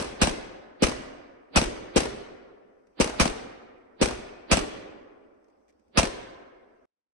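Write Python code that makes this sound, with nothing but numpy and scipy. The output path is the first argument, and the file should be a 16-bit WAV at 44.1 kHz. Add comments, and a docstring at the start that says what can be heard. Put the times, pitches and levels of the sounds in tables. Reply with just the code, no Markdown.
"""Two pistols in a forest clearing

A sharp and a dull pistol fire in irregular order near a stereo camera, among leafy trees.
Each blast is a low heave, thumps and cracks as ground and nearest trunks return it, crackling
noise and a long woodland tail; much of each pistol's echo noise repeats from shot to shot.
Noise bursts make dry leaves tick over faint, patchy air. The camera squashes the peaks,
and the sound drops sharply near the end."""
import sys
import numpy as np
from scipy import signal
from scipy.fft import rfft, irfft, next_fast_len
from scipy.io import wavfile
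from scipy.ndimage import uniform_filter1d

SR = 44100
rng = np.random.default_rng(int(sys.argv[2]) if len(sys.argv) > 2 else 0)


def to_wav(s):
    """Save 16-bit WAV."""
    ch = np.atleast_2d(s).T  # columns
    pcm = np.round(np.clip(ch, -1, 1) * 32767)  # PCM
    wavfile.write(sys.argv[1], SR, pcm.astype(np.int16))


def rack_gain(trim_db):
    """Turn a fader trim in dB into the linear factor to multiply a signal by."""
    fader = np.asarray(trim_db, float)
    return 10 ** (fader / 20)


N = 314433  # samples

# The shots. Each row: start in seconds, pistol (0 sharp, 1 dull), strength in dB.
SHOTS = [(-.047, 1, -2), (.216, 0, -1.52), (.824, 1, -0.5), (1.5598, 0, -0.85), (1.9613, 1, -0.6),
         (3.001, 1, -1.33), (3.198, 0, -1.5), (4.015, 1, -1), (4.514, 0, -0.7), (5.974, 0, -1.43)]
# Direct and echoed arrivals, one list per pistol, before random spread and shot strength.
# Each row: delay in seconds, thump pitch in Hz, left thump in dB, right thump in dB, crack in dB.
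ARRIVALS = [
    [(-.0005, 570, -19, -26, -20), (.002, 232.3, -18.5, -9, -29), (.0055, 160.5, -14, -39.5, -28.5),
     (.0135, 607, -16.5, -18.5, -32.5), (.021, 630, -15.5, -18.5, -31), (.029, 209, -16, -34, -39),
     (.056, 684, -14, -31, -22), (.0605, 226, -17, -16, -34.5), (.068, 498, -20.5, -47, -28.5),
     (.0785, 384.8, -40, -35, -26.5), (.099, 300, -35, -39, -35)],
    [(-.001, 441.6, -7, -23, -23), (.0015, 252.3, -13, -7.5, -25.5), (.0048, 405.6, -5, -39, -29),
     (.0105, 480, -16, -15, -33), (.018, 433.6, -19.5, -17.5, -29.5), (.025, 293.5, -16.5, -29.5, -45),
     (.043, 519.5, -24, -24, -23.5), (.06, 231.5, -25, -23.5, -32), (.072, 443, -31, -36, -30),
     (.093, 339, -28.5, -29, -35.5), (.097, 1068, -26.5, -31, -40.5)],
]
# Scatter of each pistol, before shot strength. Each row: crackle rise in seconds, hold in seconds,
# crackle t60 in seconds, crackle level in dB, forest level in dB.
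SCATTER = [(.001, 0.017, 0.11, -16, -29), (.007, 0.011, 0.099, -17, -30.5)]
# Heave of the gas cloud, per pistol. Each row: delay in seconds, start pitch in Hz, right lag in seconds.
PUSHES = [(.0148, 80, .0012), (.018, 70, -.001)]
# Heave levels per pistol, before random spread and shot strength.
# Each row: left level in dB, right level in dB, t60 in seconds.
PUSH_LEVELS = [(-11, -14.5, 0.077), (-14, -25, 0.075)]
# Faint noise smeared ahead of each blast: right-hand level in dB per pistol, before shot strength.
SMEAR_DB = [-24, -29.5]
# Relative noise colours. Each row: frequency in Hz, density in dB per Hz.
SMEAR_COLOUR = [(80, -15), (300, 2.5), (1500, -10.5), (4800, -13.5), (5400, -46.5)]
CRACKLE_COLOUR = [(210, -33), (350, -10), (769, -4), (1960, -13.5), (2560, -8.5), (3340, -16.5),
                  (6140, -13.5), (7120, -18.5), (7560, -14.5), (10000, -19.5), (12200, -52.5),
                  (15800, -93.5), (22000, -120)]
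FOREST_COLOUR = [(15, -35.5), (25, -2.5), (170, -8.5), (220, -8), (257, -6.5), (379, -7), (723, -11.5),
                 (890, -16), (1450, -19), (2090, -19), (5040, -21), (10100, -19.5), (12200, -61.5),
                 (15800, -81.5), (22000, -120)]
RUSTLE_COLOUR = [(900, -30), (1500, -3), (2200, 5), (3300, -9), (5500, -3), (7000, -3), (11000, -16.5)]
AIR_COLOUR = [(15, -29.5), (30, -15.5), (55, -7), (85, -12.5), (124, -30.5), (232, -3.5), (400, -4),
              (560, -2.5), (1000, -15), (1610, -22), (4100, -37.5), (5040, -29.5), (7240, -37.5),
              (8030, -35), (12200, -51), (15800, -90)]
# Decay of the far woods. Each row: frequency in Hz, t60 in seconds.
FOREST_T60 = [(30, 0.85), (60, .7), (120, 0.23), (220, 1.1), (400, 2.17), (740, 1.65), (1300, 1.727),
              (2200, 1.35), (3500, 0.93), (5200, 0.8), (8000, 0.59), (11000, .4)]
# Echo noise repeated from shot to shot. 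Each row: frequency in Hz, share of power from 0 to 1.
REPEATED_SHARE = [(200, 1), (1000, .7), (2500, 0.3), (5000, 0)]
# Stereo likeness of the noises. Each row: frequency in Hz, left-right correlation from -1 to 1.
LIKENESS = [(60, 1), (130, 1), (200, 0.87), (350, -0.14), (700, -0.38), (1500, -0.0013), (10000, .01)]
# Ticks of dry leaves. Each row: start in seconds, level in dB before the tick's rise and fall.
LEAVES = [(2.8694, -66), (5.4426, -69.5), (5.4834, -71), (5.499, -74), (5.681, -66), (5.689, -65),
          (5.696, -66.5), (5.703, -70), (5.7244, -75), (5.7944, -70), (5.8802, -73)]
# Narrow dips in the treble. Each row: centre in Hz, width in Hz, gain in dB.
TREBLE_DIPS = [(7093, 350, -11), (8995, 290, -15.5), (10160, 33, -15)]


def pistols():
    """All shots at their times, each pistol with its own set of trees."""
    lead = SR // 10  # room for the noise ahead of the blast
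    t = np.arange(-lead, 3 * SR // 2) / SR
    out = np.zeros((2, N + 5 * SR))  # one spare second in front
    trees = [(rush(CRACKLE_COLOUR, len(t)), rush(FOREST_COLOUR, len(t))) for _ in SCATTER]
    for start, pistol, strength_db in SHOTS:
        pistol = int(pistol)
        first = SR + round(start * SR) - lead
        out[:, first:first + len(t)] += shot(t, *trees[pistol], pistol, strength_db)
    return out[:, SR:SR + N]


def shot(t, near_trees, far_trees, pistol, strength_db):
    """One shot at the two microphones: pressure waves, scattered noise and the answer of the woods."""
    forest_db = SCATTER[pistol][4]
    blast = push(t, pistol) + (pistol == 0) * roll(t)
    thumps, cracks = arrivals(t, pistol)
    crackling = crackle(t, pistol, cracks, near_trees)
    woods = rack_gain(forest_db) * forest(t, far_trees)
    return rack_gain(strength_db) * (blast + thumps + crackling + smear_ahead(t, pistol) + woods)


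def arrivals(t, pistol):
    """Each path brings a pressure thump and a crack, shorter for higher thumps; delays vary per shot."""
    thumps, cracks = 0, 0
    for delay, hz, left_db, right_db, crack_db in ARRIVALS[pistol]:
        age = t - delay * (1 + 0.014 * rng.standard_normal())
        level_db = np.array([[left_db], [right_db]]) + rng.normal(0, 1, (2, 1))
        length = .0065 * (300 / hz) ** 0.67  # s; 6.5 ms at 300 Hz
        thumps = thumps + rack_gain(level_db) * swing(age, hz, length)
        # a short snap over a longer scatter
        envelope = np.hypot(fading(age, .044), rack_gain(2) * fading(age, 0.0079))
        cracks = np.hypot(cracks, rack_gain(crack_db) * envelope)
    return thumps, cracks


def crackle(t, pistol, cracks, near_trees):
    """Ground and trunks scatter the blast into noise, whose level flickers at random within milliseconds."""
    rise, hold, t60, level_db, _ = SCATTER[pistol]
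    onset = (t >= 0) * (1 - np.exp(-(t / rise) ** 2))
    body = rack_gain(level_db) * onset * fading(np.maximum(t - hold, 0), t60)
    flicker = uniform_filter1d(rng.standard_normal((2, len(t))), size=50, axis=1)
    flicker_db = 2.2 * flicker / flicker.std()
    return rack_gain(flicker_db) * np.hypot(body, cracks) * echoes(CRACKLE_COLOUR, near_trees)


def push(t, pistol):
    """A low heave whose pitch sinks as the gas cloud grows, never twice alike."""
    delay, hz, right_lag = PUSHES[pistol]
    left_db, right_db, t60 = PUSH_LEVELS[pistol]
    start = delay + np.array([[0], [right_lag]]) + rng.normal(0, .001)
    age = np.maximum(t - start, 0)
    phase = 2 * np.pi * hz * .03 * np.log(1 + age / .03)  # pitch halves after 30 ms
    level_db = np.array([[left_db], [right_db]]) + rng.normal(0, 0.93, (2, 1))
    return rack_gain(level_db) * np.sin(phase) * fading(age, t60)


def roll(t):
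    """A low pressure roll of the sharp pistol, a little earlier or later each time."""
    age = t - .081 - rng.normal(0, 0.0048)
    level_db = np.array([[-29], [-31]]) + rng.normal(0, 1.5)  # left, right
    return rack_gain(level_db) * swing(age, hz=36, length=0.047)


def smear_ahead(t, pistol):
    """Faint noise smeared ahead of the blast, growing exponentially up to it, weaker on the left."""
    level_db = SMEAR_DB[pistol] + np.array([[-6], [0]])
    return rack_gain(level_db) * fading(-t, 0.066) * rush(SMEAR_COLOUR, len(t))


def forest(t, far_trees):
    """Thousands of trunks answer: a quick near slope and a slow far one, timed by frequency."""
    hz, frames, z = signal.stft(echoes(FOREST_COLOUR, far_trees), SR, nperseg=256)
    age = np.maximum(frames + t[0], 0) / along(FOREST_T60, hz)[:, None]  # in units of t60
    far_slope = rack_gain(-60 * age)
    near_slope = rack_gain(7.0 - 60 * age / 0.32)
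    # random patches of louder and softer noise
    shaped = z * np.hypot(far_slope, near_slope) * patches(z.shape, bins=5, frames=9, depth_db=1.4)
    tail = signal.istft(shaped, SR, nperseg=256)[1][:, :len(t)]
    build_up = (1 - fading(t, 0.19)) * (t >= 0)
    return tail * build_up


def echoes(colour, trees):
    """Scattered blast noise: the same trees repeat much of it, the air stirs the treble anew."""
    same = lambda hz: np.clip(along(REPEATED_SHARE, hz), 0, 1)
    fresh = rush(colour, trees.shape[1])
    repeated = filtered(trees, lambda hz: np.sqrt(same(hz)))
    stirred = filtered(fresh, lambda hz: np.sqrt(1 - same(hz)))
    return filtered(repeated + stirred, lambda hz: ragged(hz, width_hz=45, depth_db=3.0))


def ragged(hz, width_hz, depth_db):
    """Random narrow-band gains per side, which make the noise uneven in pitch."""
    knots = rng.standard_normal((2, 1000))
    curves = np.array([np.interp(hz / width_hz, np.arange(1000), k) for k in knots])
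    return rack_gain(depth_db * curves)


def swing(t, hz, length):
    """A short sine swing of pressure under a smooth hump."""
    u = np.clip(t / length, 0, 1)
    return np.sin(2 * np.pi * hz * t) * np.sin(np.pi * u) ** .8


def leaves():
    """Dry leaves tick and rustle faintly: noise bursts with a quick rise and a slower fall."""
    t = np.arange(N) / SR
    bursts = np.zeros(N)
    for start, level_db in LEAVES:
        age = t - start
        bursts += rack_gain(level_db) * (fading(age, .035) - fading(age, .004))
    return bursts * rush(RUSTLE_COLOUR, N)


def air():
    """The still air of the woods: coloured noise in faint patches of time and pitch."""
    z = signal.stft(rush(AIR_COLOUR, N), nperseg=512)[2]
    patchy = z * patches(z.shape, bins=5, frames=7, depth_db=3)
    return rack_gain(-68.5) * signal.istft(patchy, nperseg=512)[1][:, :N]


def patches(shape, bins, frames, depth_db):
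    """Random gains, smoothed over frequency bins and time frames, that spread by depth_db."""
    smooth = uniform_filter1d(rng.standard_normal(shape), bins, axis=1)
    smooth = uniform_filter1d(smooth, frames, axis=2)
    return rack_gain(depth_db * smooth / smooth.std())


def rush(colour, count):
    """Coloured stereo noise of rms 1; mid and side shares set how alike the two sides are."""
    turn = lambda hz: np.arccos(np.clip(along(LIKENESS, hz), -1, 1)) / 2
    shape = lambda hz: rack_gain(along(colour, hz)) * np.array([np.cos(turn(hz)), np.sin(turn(hz))])
    mid, side = filtered(rng.standard_normal((2, count)), shape)
    pair = np.array([mid + side, mid - side])
    return pair / np.sqrt(np.mean(pair ** 2))


def fading(t, t60):
    """An exponential decay that starts at t = 0 and falls 60 dB in t60 seconds."""
    return (t >= 0) * rack_gain(-60 * np.maximum(t, 0) / t60)


def along(points, hz):
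    """Reads a curve of (Hz, value) points on a log frequency axis."""
    f, v = np.transpose(points)
    return np.interp(np.log(hz + 1), np.log(f + 1), v)


def filtered(x, response):
    """Filters x by multiplying its spectrum with a response of frequency."""
    m = next_fast_len(x.shape[-1] + 8192)
    spectrum = rfft(x, m) * response(np.fft.rfftfreq(m, 1 / SR))
    return irfft(spectrum, m)[..., :x.shape[-1]]


def scene():
    """Shots and ticking leaves over the still air of the woods."""
    return pistols() + leaves() + air()


def treble_loss(hz):
    """Narrow dips in the treble and a steep slope above 11.9 kHz."""
    dips_db = sum(db * np.exp(-((hz - centre) / width) ** 2) for centre, width, db in TREBLE_DIPS)
    slope_db = -.06 * np.maximum(hz - 11900, 0)
    return rack_gain(dips_db + slope_db)


def low_pass(x):
    """Removes everything above the highest recorded frequency."""
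    return signal.sosfilt(signal.butter(12, 12300, fs=SR, output="sos"), x)


def record(dry):
    """The camera squashes the peaks; the treble is thinned and the level drops near the end."""
    ceiling = .66  # full scale = 1
    squashed = dry / (1 + np.abs(dry / ceiling) ** 5) ** (1 / 5)
    ending = np.where(np.arange(N) / SR < 6.855, 1, rack_gain(-33))
    return low_pass(filtered(squashed, treble_loss) * ending)


dry = scene()
out = record(dry)
to_wav(out)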